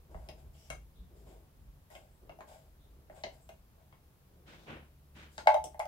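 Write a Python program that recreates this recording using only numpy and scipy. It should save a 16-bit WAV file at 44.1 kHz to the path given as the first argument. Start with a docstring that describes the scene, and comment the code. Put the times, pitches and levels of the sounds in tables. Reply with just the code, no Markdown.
"""Close on a craft table in a small room, the work just left of the microphone, over a faint hum and hiss.
For four seconds a wooden stick scrapes paint out of a plastic bottle, rubbing and tapping the wall into
ringing. Gloved hands rumble, rustle and faintly squeak on the plastic, and the table thuds softly.
Then sleeves brush as the arms lift the bottle. Near five and a half seconds the stick knocks on its base,
the loudest sound, and bounces."""
import sys
import numpy as np
from scipy import signal
from scipy.fft import rfft, irfft
from scipy.io import wavfile

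SR = 44100
rng = np.random.default_rng(int(sys.argv[2]) if len(sys.argv) > 2 else 0)


def wav_out(sig):
    """Save sig, one row per channel (or a flat mono array), as 16-bit PCM at SR to the path in sys.argv[1]."""
    wavfile.write(sys.argv[1], SR, np.round(np.clip(np.atleast_2d(sig).T, -1, 1) * 32767).astype(np.int16))


N = 258867

# room noise spectrum: (frequency [Hz], level [dB])
AIR_SPECTRUM = [(15, -53), (26, -0.5), (69, -4.5), (156, -5.5), (240, -15), (1110, -23.5), (1950, -29.5),
                (9300, -36.5), (10600, -32), (15500, -31.5)]
# hum and thin whine: (frequency [Hz], level [dB])
HUM_TONES = [(72, -1.5), (145, -10), (10341, -32)]
# the hum sinks and returns: (time [s], level [dB])
HUM_LEVEL = [(0, -58), (2.3, -67.5), (4.4, -64.5), (4.8, -59.5), (5.87, -56.5)]
# noise at the microphone pair: (frequency [Hz], left-right correlation [0-1])
CORRELATION = [(30, 1), (125, 0.86), (300, 0.89), (700, 0.65), (2000, 0.025), (15000, 0.015)]
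# the bottle sits to the left: (frequency [Hz], left boost and right cut [dB])
LEFT_BIAS = [(700, 0.5), (2000, 2), (5000, 2), (12000, 1)]
# reflections off the table and near walls: (left delay [s], right delay [s], level [dB])
NEAR_ECHOES = [(.0047, .0048, -10), (.0185, .0186, -14), (.03, .0301, -10)]
# room tail: (frequency [Hz], time to fall 60 dB [s])
ROOM_DECAY = [(300, 0.2), (800, 0.21), (2500, 0.22), (6000, 0.22), (14000, 0.21)]

# steady rumble of the held bottle: (time [s], level [dB])
GRIP_LEVEL = [(0, -58), (1.2, -65), (2.4, -66), (3.4, -62.5), (4.2, -77), (5.87, -64)]
# the hands shift their grip: (time [s], length [s], rumble [dB], rustle [dB])
GRIP_SHIFTS = [(.085, 0.039, -53, -60), (.14, 0.052, -43.5, -73), (.27, 0.016, -52, -55.5),
               (.42, 0.036, -46.5, -66.5), (.69, 0.098, -48.5, -76), (.96, .1, -50.5, -72.5),
               (1.1, 0.24, -59, -61.5), (1.26, 0.14, -56.5, -62.5), (1.57, 0.13, -53, -82),
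               (1.91, 0.091, -59, -71), (2.21, 0.13, -59.5, -61.5), (2.84, 0.27, -63, -70),
               (4.29, 0.37, -79, -67.5), (5.33, 0.044, -62, -70)]
# the two colours of handling: (frequency [Hz], level [dB])
RUMBLE_SPECTRUM = [(13, -32), (22, -23), (36, 2), (54, 8.5), (83, -5.5), (114, -11), (146, -9.5),
                   (172, -14), (260, -23), (340, -43), (570, -120)]
RUSTLE_SPECTRUM = [(110, -21), (180, -7.5), (293, -7.5), (373, -2.5), (482, -6.5), (663, -12),
                   (1500, -28.5), (1950, -36), (3300, -120)]
# short low thuds, on the table and beneath the base knocks: (time [s], frequency [Hz], level [dB])
LOW_THUDS = [(0.289, 168.4, -52.5), (0.701, 137, -42.5), (1.02, 182, -49.5), (3.24, 194, -53),
             (3.929, 140, -57), (5.472, 240, -56.5), (5.663, 293, -55)]
# sleeve movements: (time [s], length [s], soft [dB], crisp [dB], hiss [dB])
SLEEVE_BRUSHES = [(4.45, 0.095, -62, -60, -68), (4.56, 0.13, -67, -74, -73),
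                  (4.655, 0.078, -50.5, -51, -69.5), (5.137, 0.1, -62.5, -57.5, -67.5),
                  (5.32, 0.091, -76, -93, -78)]
# the three colours of cloth: (frequency [Hz], level [dB])
CLOTH_SOFT = [(59, -49), (100, -2), (249, 1.5), (284, -11), (314, 3), (361, -4), (1100, -9.5), (1430, -46),
              (2420, -120)]
CLOTH_CRISP = [(900, -16), (1150, -3.5), (1500, 0.5), (1850, -2.5), (2200, -1), (3000, -3.5), (3700, -13.5)]
CLOTH_HISS = [(3500, 3.5), (4500, -3), (6000, -6), (8500, -12)]
# faint high squeaks of rubbing on the plastic: (time [s], length [s], pitch [Hz], level [dB])
RUB_SQUEAKS = [(0.527, .13, 3030, -75), (0.563, 0.1, 5540, -71), (0.94, 0.06, 3650, -75),
               (2.09, 0.072, 8200, -80.5), (2.784, 0.067, 3640, -78), (3.13, 0.046, 7900, -71),
               (3.393, 0.038, 7950, -72)]

# the stick drags along the wall: (time [s], length [s], body [dB], rasp [dB], wet hiss [dB])
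WALL_SCRAPES = [(.09, 0.18, -62.5, -74.5, -78.5), (.36, 0.034, -64, -70, -75),
                (.52, 0.16, -73.5, -70.5, -72), (1.14, 0.076, -84, -76, -77), (1.25, 0.074, -63, -68, -73),
                (1.89, 0.07, -56.5, -63, -68), (2.46, 0.081, -56.5, -63, -67), (3.1, 0.022, -57, -80, -78),
                (3.14, 0.039, -57, -62, -70.5), (3.31, 0.025, -62, -71, -72),
                (3.76, 0.045, -67.5, -78, -99), (5.3, 0.08, -83, -82, -70)]
# the stick's rasp and the wet paint's hiss: (frequency [Hz], level [dB])
RASP_SPECTRUM = [(1200, -12), (1700, -7), (2200, 3.5), (2600, 0.5), (3200, 1.5), (3800, -0.5), (4600, -15)]
WET_SPECTRUM = [(2650, -14), (4500, 4), (4880, 10.5), (5880, 3), (7520, 11.5), (8620, 7), (9390, 3),
                (12600, 3.5), (15000, -3)]
# bottle resonances: (frequency [Hz], time to fall 60 dB [s], wall weight [dB], base weight [dB])
BOTTLE_MODES = [(575, 0.15, -3, -38), (620.9, 0.11, -3.5, -2), (656, 0.089, 1, -12), (705, 0.044, 0.5, -30),
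                (753, 0.089, -2.5, -5), (826, 0.034, -2, 4), (866, 0.2, -14.5, 7.5), (950, 0.08, -6.5, -8),
                (1077, 0.081, -6, -11.5), (1213, 0.031, -28, -3), (1530, 0.013, -15.5, 3),
                (1610, 0.063, -5.5, -16), (1930, 0.026, -30, -34), (2118, 0.039, -0.5, -7.5),
                (2184, 0.09, -1, -10), (2795, 0.023, 5, -25), (3240, 0.031, 0.5, -10),
                (3720, .03, -26, -25), (4920, 0.053, -3, -5), (5960, 0.036, -1.5, -9),
                (6360, 0.024, 1.5, -10), (6940, .015, -3, -25)]
# a blow's body, clack, tick and snap bands: (low edge [Hz], high edge [Hz])
BLOW_BANDS = [(450, 1100), (1100, 3000), (3000, 7000), (7000, 15500)]
# the stick taps wall and rim, then knocks on the base:
# (time [s], body [dB], clack [dB], tick [dB], snap [dB], place [0 wall - 1 base], stick note [Hz])
WALL_TAPS = [(.145, -48.5, -60, -82, -83, 0.057, 730), (0.288, -50.5, -56.5, -55, -64.5, 0.37, 5080),
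             (0.702, -45, -45, -51, -52.5, 0.0, 2280), (1.903, -66.5, -65.5, -81, -70, 0.44, 1930),
             (1.952, -57, -55.5, -61.5, -69, 0.35, 3130), (2.294, -50, -57, -68, -84, 0.066, 2750),
             (2.388, -52.5, -71, -78, -80, 0.0046, 784), (2.407, -49.5, -54.5, -69, -72, 0.65, 1050),
             (3.098, -51, -62.5, -82, -81, 0.16, 645), (3.237, -40, -43.5, -46, -64.5, 0.31, 3010),
             (3.491, -51.5, -59.5, -65, -67.5, 0.098, 2570), (3.926, -65, -65.5, -76, -99, 0.78, 980),
             (5.38, -45.5, -47.5, -49.5, -58.5, 0.79, 1404),
             (5.641, -44.5, -60.5, -52.5, -49.5, 0.71, 5700)]
BASE_KNOCKS = [(5.459, -44, -69, -74, -80, .3, 850), (5.472, -16.5, -25, -39.5, -50.5, 0.89, 2194),
               (5.543, -23, -41.5, -50, -57.5, 1, 3810), (5.745, -50.5, -63.5, -82, -74, 0.59, 880),
               (5.794, -36, -64, -56, -55.5, 0.87, 3340), (5.8, -34.5, -42, -59, -63, 0.97, 2120),
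               (5.855, -41.5, -57, -64, -67, 0.89, 2150)]

CUTOFF_HZ, RIGHT_LAG_S = 15750, .00023
SCRAPE_ATTACK_S, SCRAPE_RELEASE_S = 0.032, 0.45


def from_db(db):
    """Decibels to gain."""
    return 10 ** (np.asarray(db) / 20)


def rms_one(x):
    """Scale to unit power."""
    return x / np.sqrt(np.mean(x ** 2) + 1e-20)


def at_hz(points, hz):
    """Read a table on a log-frequency axis."""
    f, value = np.transpose(points)
    return np.interp(np.log(hz), np.log(f), value)


def band(x, low, high, order=2):
    """Causal band-pass."""
    return signal.sosfilt(signal.butter(order, [low, min(high, .48 * SR)], "band", fs=SR, output="sos"), x)


def curve(rows):
    """Gain over time from (time [s], level [dB])."""
    return from_db(np.interp(np.arange(N) / SR, *np.transpose(rows)))


def envelope(start_s, length_s, attack_s, release_s):
    """A movement rises smoothly, holds to the end of its length and falls 60 dB in release_s."""
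    age = np.arange(N) / SR - start_s
    rise = np.sin(np.pi / 2 * np.clip(age / attack_s, 0, 1)) ** 2
    return rise * from_db(-60 * np.maximum(age - length_s, 0) / release_s)


def strokes(rows, attack_s, release_s):
    """One gain curve per level column of (time [s], length [s], level [dB], ...); rows add in power."""
    return np.sqrt(sum((from_db(levels_db)[:, None] * envelope(s, length, attack_s, release_s)) ** 2
                       for s, length, *levels_db in rows))


def grain(per_s, depth_db):
    """A quick random flutter of level."""
    t = np.arange(N) / SR
    return rms_one(from_db(depth_db * np.interp(t * per_s, np.arange(N), rng.standard_normal(N))))


def lean_left(db):
    """Channel gains for a source left of the microphone."""
    return from_db([[db], [-db]])


def noise(spectrum):
    """Coloured stereo noise from the left, alike in the bass and unrelated in the treble."""
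    hz = np.maximum(np.fft.rfftfreq(N, 1 / SR), 1)
    skirts = (np.minimum(hz / spectrum[0][0], 1) * np.minimum(spectrum[-1][0] / hz, 1)) ** 6
    alike = np.clip(at_hz(CORRELATION, hz), 0, 1)
    mid, side = rfft(rng.standard_normal((2, N)))
    pair = np.sqrt(1 + alike) * mid + np.sqrt(1 - alike) * side * [[1], [-1]]
    pair = pair * lean_left(0.43) * np.exp(-2j * np.pi * hz * RIGHT_LAG_S * [[0], [1]])
    return rms_one(irfft(pair * from_db(at_hz(spectrum, hz)) * skirts, N))


def room_tone(hum_db=-0.5, air_db=-63.5):
    """A faint wavering hum with a thin whine, over steady room noise."""
    t = np.arange(N) / SR
    tones = sum(from_db(db) * np.sqrt(2) * np.sin(2 * np.pi * (hz * t + rng.random()))
                for hz, db in HUM_TONES)
    hum = from_db(hum_db) * curve(HUM_LEVEL) * tones * grain(per_s=33, depth_db=-5.0)
    return hum + from_db(air_db) * noise(AIR_SPECTRUM)


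def room_response(t, tail_db, build_s=0.001):
    """Bottle to microphone: direct sound, left first, then dull near echoes and a diffuse tail."""
    edges = np.geomspace(150, 16000, 9)
    tail, echoes = 0, np.zeros((2, len(t)))
    for low, high in zip(edges, edges[1:]):
        t60 = at_hz(ROOM_DECAY, np.sqrt(low * high))
        tail = tail + band(rng.standard_normal((2, len(t))), low, high) * from_db(-60 * t / t60)
    tail = rms_one(tail * np.clip(t / build_s, 0, 1)) / np.sqrt(len(t))
    for left, right, db in NEAR_ECHOES:
        echoes[[0, 1], [round(left * SR), round(right * SR)]] = from_db(db)
    out = band(echoes, 200, 1800, order=1) + from_db(tail_db) * tail
    out[[0, 1], [0, round(RIGHT_LAG_S * SR)]] += 1   # direct sound
    return out


def handling(rumble_db=-2.0, rustle_db=-3, thud_db=-9, thud_hold_s=0.0091, grip_rustle_db=-14):
    """Gloved hands hold and shift the bottle: a dull rumble and a soft rustle, with a thud at every tap."""
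    rumble, rustle = strokes(GRIP_SHIFTS, attack_s=0.018, release_s=0.46)
    jolts = [(s, thud_hold_s, body_db + thud_db) for s, body_db, *_ in WALL_TAPS]
    thud, = strokes(jolts, attack_s=0.0022, release_s=0.32)
    grip = curve(GRIP_LEVEL)
    rumble = from_db(rumble_db) * np.hypot(rumble, grip)
    rustle = from_db(rustle_db) * np.hypot(np.hypot(rustle, thud), from_db(grip_rustle_db) * grip)
    return rumble * noise(RUMBLE_SPECTRUM) + rustle * noise(RUSTLE_SPECTRUM)


def low_thuds(t60=0.11):
    """Short low thuds, most together with a tap or knock; each is one damped tone."""
    t, out = np.arange(N) / SR, np.zeros(N)
    for s, hz, db in LOW_THUDS:
        age = np.maximum(t - s, 0)
        out += np.sin(2 * np.pi * hz * age) * from_db(db - 60 * age / t60)
    return out


def sleeves(soft_db=3.0, hiss_db=2.5):
    """Cloth brushes, catching and slipping, as the arms lift the bottle."""
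    soft, crisp, hiss = strokes(SLEEVE_BRUSHES, attack_s=0.038, release_s=0.37)
    cloth = from_db(soft_db) * soft * noise(CLOTH_SOFT) + crisp * noise(CLOTH_CRISP)
    cloth += from_db(hiss_db) * hiss * noise(CLOTH_HISS)
    return cloth * grain(per_s=250, depth_db=-1.0)


def rub_squeaks(half_width=0.087):
    """A glove rubs the plastic bottle: faint, high squeaks, each a narrow band of friction noise."""
    out = np.zeros((2, N))
    for s, length, hz, db in RUB_SQUEAKS:
        rub = rms_one(band(rng.standard_normal((2, N)), hz * (1 - half_width), hz * (1 + half_width)))
        out += from_db(db) * rub * envelope(s, length, SCRAPE_ATTACK_S, SCRAPE_RELEASE_S)
    return out * lean_left(0.5)


def bottle_ring(t, place, scatter_db, crack_db, crack_t60=0.004):
    """One contact: a short dull crack and the modes, whose mix depends on where the stick lands."""
    hz, t60, wall_db, base_db = np.transpose(BOTTLE_MODES)[:, :, None]
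    strength = from_db(wall_db * (2.0 - place) + base_db * place + scatter_db * rng.standard_normal(hz.shape))
    modes = np.sum(strength * np.sin(2 * np.pi * hz * t) * from_db(-60 * t / t60), axis=0)
    crack = rms_one(band(rng.standard_normal(len(t)), 900, 5000, order=1))
    return modes + from_db(crack_db) * crack * from_db(-60 * t / crack_t60)


def scraping(body_db=-0.5, rasp_db=-6.0, wet_db=1.0):
    """Dense slips ring the bottle's wall; wet paint hisses under the stick."""
    body, rasp, wet = strokes(WALL_SCRAPES, SCRAPE_ATTACK_S, SCRAPE_RELEASE_S)
    slips = noise([(300, 0), (1500, 0)]) * grain(per_s=220, depth_db=-1.0)
    wall = bottle_ring(np.arange(SR // 4) / SR, place=0.33, scatter_db=0.98, crack_db=6.9)
    hollow = rms_one(band(signal.fftconvolve(slips, wall[None])[:, :N], 570, 1800))
    hiss = from_db(rasp_db) * rasp * noise(RASP_SPECTRUM) + from_db(wet_db) * wet * noise(WET_SPECTRUM)
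    hiss *= grain(per_s=1100, depth_db=1.0)
    return (from_db(body_db) * body * hollow + hiss) * lean_left(1.1)


def colour_blow(x, levels_db):
    """Hardness of contact: tilt a blow toward the given attack level in each band, then lean it left."""
    hz = np.maximum(np.fft.rfftfreq(x.shape[1], 1 / SR), 1)
    centres = [np.sqrt(low * high) for low, high in BLOW_BANDS]
    for _ in range(3):
        attack = x[:, :round(.017 * SR)]
        attack_db = 20 * np.log10([np.std(band(attack, low, high, order=4)) for low, high in BLOW_BANDS])
        tilt = list(zip(centres, levels_db - attack_db))
        x = irfft(rfft(x) * from_db(at_hz(tilt, hz)))
    return irfft(rfft(x) * from_db(at_hz(LEFT_BIAS, hz) * [[1], [-1]]))


def stick_blows(rows, scatter_db, crack_db, stick_db, tail_db, lowest_hz, stick_t60=0.022):
    """Each blow rings bottle and stick into the room; the stick's free length sets its note."""
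    t, out = np.arange(SR // 2) / SR, np.zeros((2, N + SR))
    lead = round(.002 * SR)
    for s, *levels_db, place, stick_hz in rows:
        stick = np.sin(2 * np.pi * stick_hz * t) * from_db(stick_db - 60 * t / stick_t60)
        ringing = bottle_ring(t, place, scatter_db, crack_db) + stick
        ringing = band(ringing, lowest_hz, CUTOFF_HZ, order=10)   # small bodies radiate no bass
        at_mic = signal.fftconvolve(room_response(t, tail_db), np.pad(ringing, (lead, 0))[None])
        start = round(s * SR) - lead
        out[:, start:start + len(t)] += colour_blow(at_mic[:, :len(t)], np.array(levels_db))
    return out[:, :N]


def scene():
    """Everything the microphone hears at the table."""
    taps = stick_blows(WALL_TAPS, scatter_db=2, crack_db=17, stick_db=6.5, tail_db=0, lowest_hz=558)
    knocks = stick_blows(BASE_KNOCKS, scatter_db=.8, crack_db=12.5, stick_db=0.5, tail_db=-3, lowest_hz=605)
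    contacts = taps + knocks + low_thuds()
    return contacts + scraping() + rub_squeaks() + sleeves() + handling() + room_tone()


def record(dry):
    """The highest treble is cut steeply."""
    return signal.sosfilt(signal.ellip(12, .1, 90, CUTOFF_HZ, fs=SR, output="sos"), dry)


dry = scene()
out = record(dry)
wav_out(out)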